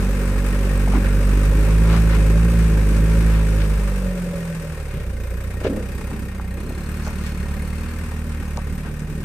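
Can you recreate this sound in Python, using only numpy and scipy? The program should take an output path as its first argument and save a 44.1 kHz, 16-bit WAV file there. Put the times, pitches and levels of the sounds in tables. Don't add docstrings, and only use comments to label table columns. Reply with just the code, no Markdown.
import sys
import numpy as np
from scipy import signal
from scipy.fft import rfft, irfft
from scipy.io import wavfile
from scipy.ndimage import uniform_filter1d

SR = 44100
rng = np.random.default_rng(int(sys.argv[2]) if len(sys.argv) > 2 else 0)


def elevation(decibels):
    levels = np.asarray(decibels, float)
    return 10 ** (levels / 20)


def generate_wav(sig):
    pcm = np.round(np.clip(np.atleast_2d(sig).T, -1, 1) * 32767).astype(np.int16)
    wavfile.write(sys.argv[1], SR, pcm)


N = 407484
TIME, FREQ = np.arange(N) / SR, np.fft.rfftfreq(N, 1 / SR)

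# (time [s], firing rate [Hz], exhaust level [dB], load [dB], engine bay nearness [dB])
DRIVE = [(.3, 47.88, 1.5, 0.4, 0.5), (1.3, 48.7, 4.5, 1, 1), (1.96, 55.44, 3.5, 5, 1),
         (2.24, 52.1, 4.5, 3.5, 1), (2.5, 56.93, 3, 5, 0.5), (2.85, 51.6, 4.5, 2, 0),
         (3.17, 54.56, 4, 3.5, 1), (3.65, 52.05, 3, 2, -3.5), (4.2, 44.4, 0, -4, -6.5),
         (4.74, 39.3, -5, -4, -6.5), (5.13, 28.54, -2.5, -2.3, -7), (6.1, 33.33, -4.5, -3, -0.5),
         (6.48, 30.65, -6, -2, -2.5), (6.92, 37.7, -4.5, -3, 0), (7.55, 36.05, -3.5, -2.5, 0),
         (7.97, 40.03, -6, -0.8, -1), (8.6, 36.41, -3.5, -3.5, -2.5), (9.0, 37.85, -3.5, -5, -4.5)]
TURN_FROM_S, TURN_TO_S = 3.7, 6.7
COAST_FROM_S, COAST_TO_S, COAST_EDGE_S = 3.86, 5.42, 0.35
# (own level [dB], share of exhaust level [dB/dB],
# share of nearness [dB/dB], change once turned away [dB], change coasting [dB])
LAYERS = [
    (-31.5, 0.61, .3, 0.5, -1.2),
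    (-37.5, .01, .95, -1.5, 2.8),
    (-44, .01, 0.75, -1.5, 2.5),
    (-35.5, 0.61, 0.98, 5, -4.5),
    (-36.5, 0.28, .01, -8.5, 1),
]
CYLINDERS_DB = [0.5, -0.048, 0.39, -0.15]
# (own level [dB], answer to load [dB/dB])
ORDERS = [(-0.7, 0.72), (3, 2.2), (5, 0.59), (-2, -2.32)]
# (centre [Hz], width [Hz], level [dB])
SILENCER = [(50.5, 32.5, -20), (74.2, 12.3, -21), (92.7, 4.5, -32.5), (165.2, 9.7, -34),
            (187.3, 63.3, -31.5)]
# (centre [Hz], width [Hz], level [dB])
PIPE_MODES = [(184, 25.4, -4), (233, 21.8, 7.5), (305.6, 42, 0), (383, 20, -4.5), (415.5, 40, -1.5),
              (529, 19, -5.5)]
# (frequency [Hz], density [dB])
RASP_COLOUR = [(34, -34), (52, 2), (130, -8.5), (180, -1.5), (240, -10.5), (340, -13.5), (420, -13),
               (900, -46)]
# (frequency [Hz], density [dB])
DRUM_COLOUR = [(250, -26), (370, -6.5), (440, -2.5), (490, -3), (560, 1), (600, -7.5), (670, -17.5),
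               (1200, -35)]
# (frequency [Hz], density [dB])
KNOCK_COLOUR = [(400, -50), (650, -7.5), (1000, -1.5), (1500, -2), (1860, 1.5), (2010, -5.5), (2600, -4),
                (3100, -13), (5000, -29.5)]
# (frequency [Hz], density [dB])
TICK_COLOUR = [(1800, -40), (3200, 1), (5000, 2.5), (7200, 0.5), (8200, 5), (10500, 1.5), (13000, -10),
               (15200, -9), (17000, -28)]
# (centre [Hz], width [Hz], level [dB])
CASTING_MODES = [(784, 34, -12.5), (1055, 23, -20.5), (1363, 40, -19.5), (1528, 47, -12), (1853, 37, -9),
                 (2086, 70, -12), (2470, 20, -14.5), (2606, 18, -25), (3670, 50, -26.5), (6440, 150, -21),
                 (8230, 140, -14), (9170, 220, -18), (13200, 1100, -14)]
# (middle [s], length [s], peak level [dB], centre [Hz], width [octaves])
SCRAPES = [(.95, 0.067, -29, 756, 1.8), (.951, 0.11, -26.5, 294, 0.81), (1.063, .05, -34.5, 1740, 0.69),
           (1.935, .12, -28, 730, 3.4), (2.136, 0.088, -31.5, 1360, 2.1), (3.366, 0.15, -34.5, 1150, 2.3),
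           (3.621, 0.072, -36, 1394, 2.58), (4.975, 0.18, -44, 1700, 1.7), (5.661, 0.046, -31.5, 1420, 2.1),
           (5.742, 0.14, -26, 255, 0.76), (5.76, 0.19, -33, 481, 0.28), (4.974, 0.088, -27.5, 128.2, 0.67),
           (6.143, 0.065, -30, 220, 0.74), (6.697, 0.3, -35.5, 278.8, 1.2), (7.072, 0.084, -40.5, 5250, 1),
           (7.082, 0.051, -31, 785, 2.5), (7.272, 0.11, -41, 2400, 3.1), (8.859, 0.13, -37, 198, 0.61),
           (8.865, 0.09, -40, 1054, 1.76)]
# (time [s], peak level [dB], ring [Hz], t60 [s])
KNOCKS = [(.876, -17, 694, 0.042), (1.852, -19, 1310, .028), (1.932, -18, 1096, 0.045),
          (1.952, -24, 1290, .04), (2.107, -26, 1480, .029), (2.135, -25, 1420, .04),
          (5.095, -35, 1849, 0.034), (5.299, -33, 1720, 0.017), (5.616, -19.5, 459.5, .038),
          (5.627, -23, 460, 0.058), (5.648, -14, 417, 0.13), (5.653, -10, 499, 0.14),
          (5.668, -10.5, 422, .054), (6.014, -26, 1095, 0.027), (6.115, -26, 1141, .04),
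          (6.398, -21.5, 1096, .029), (7.074, -21, 780, .05), (7.46, -28, 893, 0.037),
          (7.75, -36, 1868, 0.049), (8.118, -28, 1013, 0.03), (8.569, -30, 2208, 0.027),
          (8.573, -17, 5590, 0.0045), (8.575, -21, 900, 0.05), (8.58, -18, 720, 0.024),
          (8.59, -21, 906, 0.029), (8.799, -33, 1902, 0.06), (8.996, -29, 8240, 0.013),
          (9.005, -29, 6600, 0.011)]
# (time [s], level [dB])
WHINE = [
    (1.3, -85),
    (1.8, -62),
    (3.3, -66),
    (3.9, -85),
]
# (start [s], end [s], first pitch [Hz], last pitch [Hz], peak level [dB])
SHIELD_SPELLS = [
    (5.7, 6.4, 4720, 4700, -43),
    (6.7, 7.9, 4180, 4390, -33.5),
]
SHIELD_RISE_S = 0.22
# (frequency [Hz], phase [rad])
PORT_LEAD = [(1550, .05), (2500, 7.9), (3010, 8.0), (4050, 14.7), (6890, 20.9), (8440, 19.4), (11300, 15.8),
             (15200, 10.2)]
# (frequency [Hz], level [dB])
PORT_BALANCE = [(110, -1.6), (200, -.7), (380, -.5), (700, 1.0), (1290, 4), (2380, 3.6), (4400, .5),
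                (8120, -.4)]
# (frequency [Hz], level [dB])
ROCK_SCATTER = [(60, -4), (300, -27), (640, -2), (1400, -8.5), (2800, 6), (5000, 3.5), (9000, 25.5),
                (14000, -47)]


def curve(table):
    s, *columns = np.transpose(table)
    return [np.interp(TIME, s, c) for c in columns]


def shape(table):
    hz, value = np.transpose(table)
    return np.interp(np.log(FREQ + 1), np.log(hz + 1), value)


def unit(x):
    return x / np.sqrt(np.mean(x ** 2))


def ring(x, hz, width_hz):
    return signal.lfilter(*signal.iirpeak(hz, hz / width_hz, fs=SR), x)


def spell(start, end, edge_s):
    return np.clip(np.minimum(TIME - start, end - TIME) / edge_s + 1, 0, 1)


def per_firing(turns, scatter_db, pattern=0.12):
    k = turns.astype(int)
    chance = rng.standard_normal(N // 500)
    habit = np.array(CYLINDERS_DB)[k % len(CYLINDERS_DB)]
    return elevation(pattern * habit + scatter_db * chance[k])


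def firing_pulses(turns):
    return np.diff(np.floor(turns), prepend=0)


def puff(turns, late, decay, steady):
    phase = (turns - late) % 1
    return steady + (1 - np.exp(-phase / 0.11)) * np.exp(-phase / decay)


def ports():
    side = np.array([[.5], [-.5]])
    lead = shape(PORT_LEAD) - np.minimum(FREQ, 300) * 8e-4
    return elevation(side * shape(PORT_BALANCE)), np.exp(1j * side * lead)


def hiss(colour):
    direct, *scatter = rng.standard_normal((3, len(FREQ), 2)) @ np.array([1, 1j])
    shade, lead = ports()
    wet = elevation(shape(ROCK_SCATTER))
    field = (direct * lead + wet * np.array(scatter)) / np.sqrt(1 + wet ** 2)
    return unit(irfft(elevation(shape(colour)) * shade * field, N))


def order_levels(hz, level_db, load_db):
    out = []
    for k, (own_db, per_load) in enumerate(ORDERS):
        pitch = (k + 1) * hz
        passed = sum(elevation(db) ** 2 / (1 + (2 * (pitch - f) / w) ** 2) ** 2 for f, w, db in SILENCER)
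        null_db = -8.5 * np.exp(-((pitch - 42.6) / 2.9) ** 2)
        out.append(10 * np.log10(passed) + null_db + own_db + level_db + per_load * load_db)
    return out


def exhaust(turns, hz, lug, orders_db, ring_db):
    gains = uniform_filter1d(elevation(np.array(orders_db)), size=4500)
    lags = [.027 * (hz - 48), .25, .09 + .7 * lug, .25 + .7 * lug]
    boom = 0
    for k, gain in enumerate(gains):
        uneven = uniform_filter1d(per_firing(turns + .5, .8 + .9 * lug, .9 + .9 * lug), size=500)
        boom = boom + np.sqrt(2) * gain * uneven * np.cos(2 * np.pi * ((k + 1) * turns - lags[k]))
    pulses = firing_pulses(turns) * per_firing(turns, 0.85 + 1.2 * lug, 0.97)
    pipe = 0
    for k, (f, w, db) in enumerate(PIPE_MODES):
        lean_db = 57 * lug * np.clip(np.log2(f / 215), -.4, .7)
        pipe = pipe + (-1) ** k * elevation(db - lean_db) * ring(ring(pulses, f, w), f, 2 * w)
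    return boom + elevation(ring_db) * unit(pipe)


def engine_bay(turns, lug, rasp_db, knock_db, tick_db, drum_db):
    shared = uniform_filter1d(per_firing(turns - .15, 0.99), size=150)
    rasp_uneven = uniform_filter1d(per_firing(turns - .1, 2.5), size=200)
    rasp = hiss(RASP_COLOUR) * unit(puff(turns, 0.083, 1.0, 1.0) * rasp_uneven)
    drum_uneven = uniform_filter1d(per_firing(turns - .1, 1.5), size=200)
    drum = hiss(DRUM_COLOUR) * unit(puff(turns, 0.057, 1.0, 6.4) * drum_uneven)
    knock = hiss(KNOCK_COLOUR) * unit(puff(turns, .15, .45, .95 - .6 * lug) * shared)
    tick = hiss(TICK_COLOUR) * unit(puff(turns, .15, .36, .75 - .52 * lug) * shared)
    wander = np.repeat(rng.standard_normal(N // 2500 + 1), 2500)[:N]
    tick = tick * elevation(0.63 * uniform_filter1d(wander, size=2500))
    return elevation(rasp_db) * rasp + elevation(drum_db) * drum + elevation(knock_db) * knock + elevation(tick_db) * tick


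def casting(turns, knock_db, clatter_db):
    burst = unit(rng.standard_normal(N) * puff(turns, .15, .16, .08))
    modes = 0
    for hz, w, db in CASTING_MODES:
        heavy = hz < 4000
        struck = burst * per_firing(turns - .15, 3.0)
        modes = modes + elevation(db + clatter_db * heavy) * unit(ring(struck, hz, w))
    return elevation(knock_db - 5.5 + np.array([[1.2], [-1.2]])) * modes


def scrapes():
    out = np.zeros((2, N))
    air = hiss([(20, 0), (20000, 0)])
    grains_db = 2.5 * rng.exponential(size=N // 90 + 1)
    air = air * np.repeat(elevation(grains_db), 90)[:N]
    for s, length, db, hz, octaves in SCRAPES:
        near = slice(int((s - 2 * length) * SR), int((s + 2 * length) * SR))
        edges = hz * 2 ** (np.array([-.5, .5]) * octaves)
        band = signal.butter(1, np.minimum(edges, SR / 2.2), "band", fs=SR, output="sos")
        grit = unit(signal.sosfilt(band, signal.sosfilt(band, air[:, near])))
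        out[:, near] += elevation(db) * grit * np.exp(-(2 * (TIME[near] - s) / length) ** 2)
    return out


def knocks():
    out, t = np.zeros(N), TIME[:8000]
    for s, db, hz, t60 in KNOCKS:
        grit = rng.standard_normal(len(t))
        modes = sum(np.sin(2 * np.pi * hz * ratio * t) for ratio in (.8, .93, 1.06, 1.22)) / 3.6
        crack = uniform_filter1d(grit, size=4) * np.exp(-t / 0.00067)
        i = int(s * SR)
        out[i:i + len(t)] += elevation(db) * (modes * elevation(-60 * t / max(t60, 1 / 300)) + 0.06 * crack)
    return out


def alternator(turns):
    return elevation(curve(WHINE)[0]) * np.sin(2 * np.pi * 128 * turns)


def overrun(turns):
    panel_hz, width_hz = 558.6, 49
    pulses = firing_pulses(turns) * per_firing(turns, 4.8)
    drone = ring(ring(pulses, panel_hz, width_hz), panel_hz, width_hz)
    return elevation(-39) * unit(drone) * spell(4.31, 4.54, COAST_EDGE_S)


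def rattle():
    hz, gain = np.full(N, 1. * SHIELD_SPELLS[0][2]), np.zeros(N)
    for start, end, first_hz, last_hz, db in SHIELD_SPELLS:
        creep = np.interp(TIME, [start, end], [first_hz, last_hz])
        hz = np.where(TIME > start - SHIELD_RISE_S, creep, hz)
        fade_db = -2.5 * (TIME - start)
        gain = gain + spell(start, end, SHIELD_RISE_S) * elevation(db + fade_db)
    return hz, gain


def shield(turns):
    hz, gain = rattle()
    wobble = 1 + .009 * rng.standard_normal(N // 500)[(turns - .08).astype(int)]
    tone = np.sin(2 * np.pi * np.cumsum(hz * wobble) / SR)
    return gain * tone * puff(turns, .08, .11, 0) * per_firing(turns - .08, 2.3, 1.5)


def scene():
    hz, level_db, load_db, near_db = curve(DRIVE)
    hz = uniform_filter1d(hz, size=int(.08 * SR))
    orders_db = order_levels(hz, level_db, load_db)
    away = np.interp(TIME, [TURN_FROM_S, TURN_TO_S], [0, 1])
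    coast = spell(COAST_FROM_S, COAST_TO_S, COAST_EDGE_S)
    rasp_db, knock_db, tick_db, ring_db, drum_db = (
        db + a * level_db + b * near_db + away_db * away + coast_db * coast
        for db, a, b, away_db, coast_db in LAYERS)
    turns = 1 + np.cumsum(hz) / SR
    lug = np.clip((50 - hz) / 20, 0, 1)
    direct = exhaust(turns, hz, lug, orders_db, ring_db) + knocks() + overrun(turns)
    direct = irfft(rfft(direct) * np.prod(ports(), axis=0), N)
    engine = engine_bay(turns, lug, rasp_db, knock_db, tick_db, drum_db)
    engine = engine + casting(turns, knock_db, 1.5 * lug)
    return direct + engine + scrapes() + alternator(turns) + shield(turns)


def top_cut(x):
    return signal.sosfilt(signal.butter(12, 15710, fs=SR, output="sos"), x)


def record(dry):
    mid, side = rfft(np.array([dry[0] + dry[1], dry[0] - dry[1]]) / 2)
    deaf_hz, deaf_width_hz, top_hz = 11380, 720, 15340
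    mid = mid * (np.abs(FREQ - deaf_hz) > deaf_width_hz / 2) * (FREQ < top_hz)
    dip_hz, dip_width_hz, dip_db = 9260, 740, -12
    side = side * elevation(dip_db * np.exp(-((FREQ - dip_hz) / dip_width_hz) ** 4))
    mix = irfft(np.array([mid + side, mid - side]), N)
    return top_cut(mix)


dry = scene()
out = record(dry)
generate_wav(out)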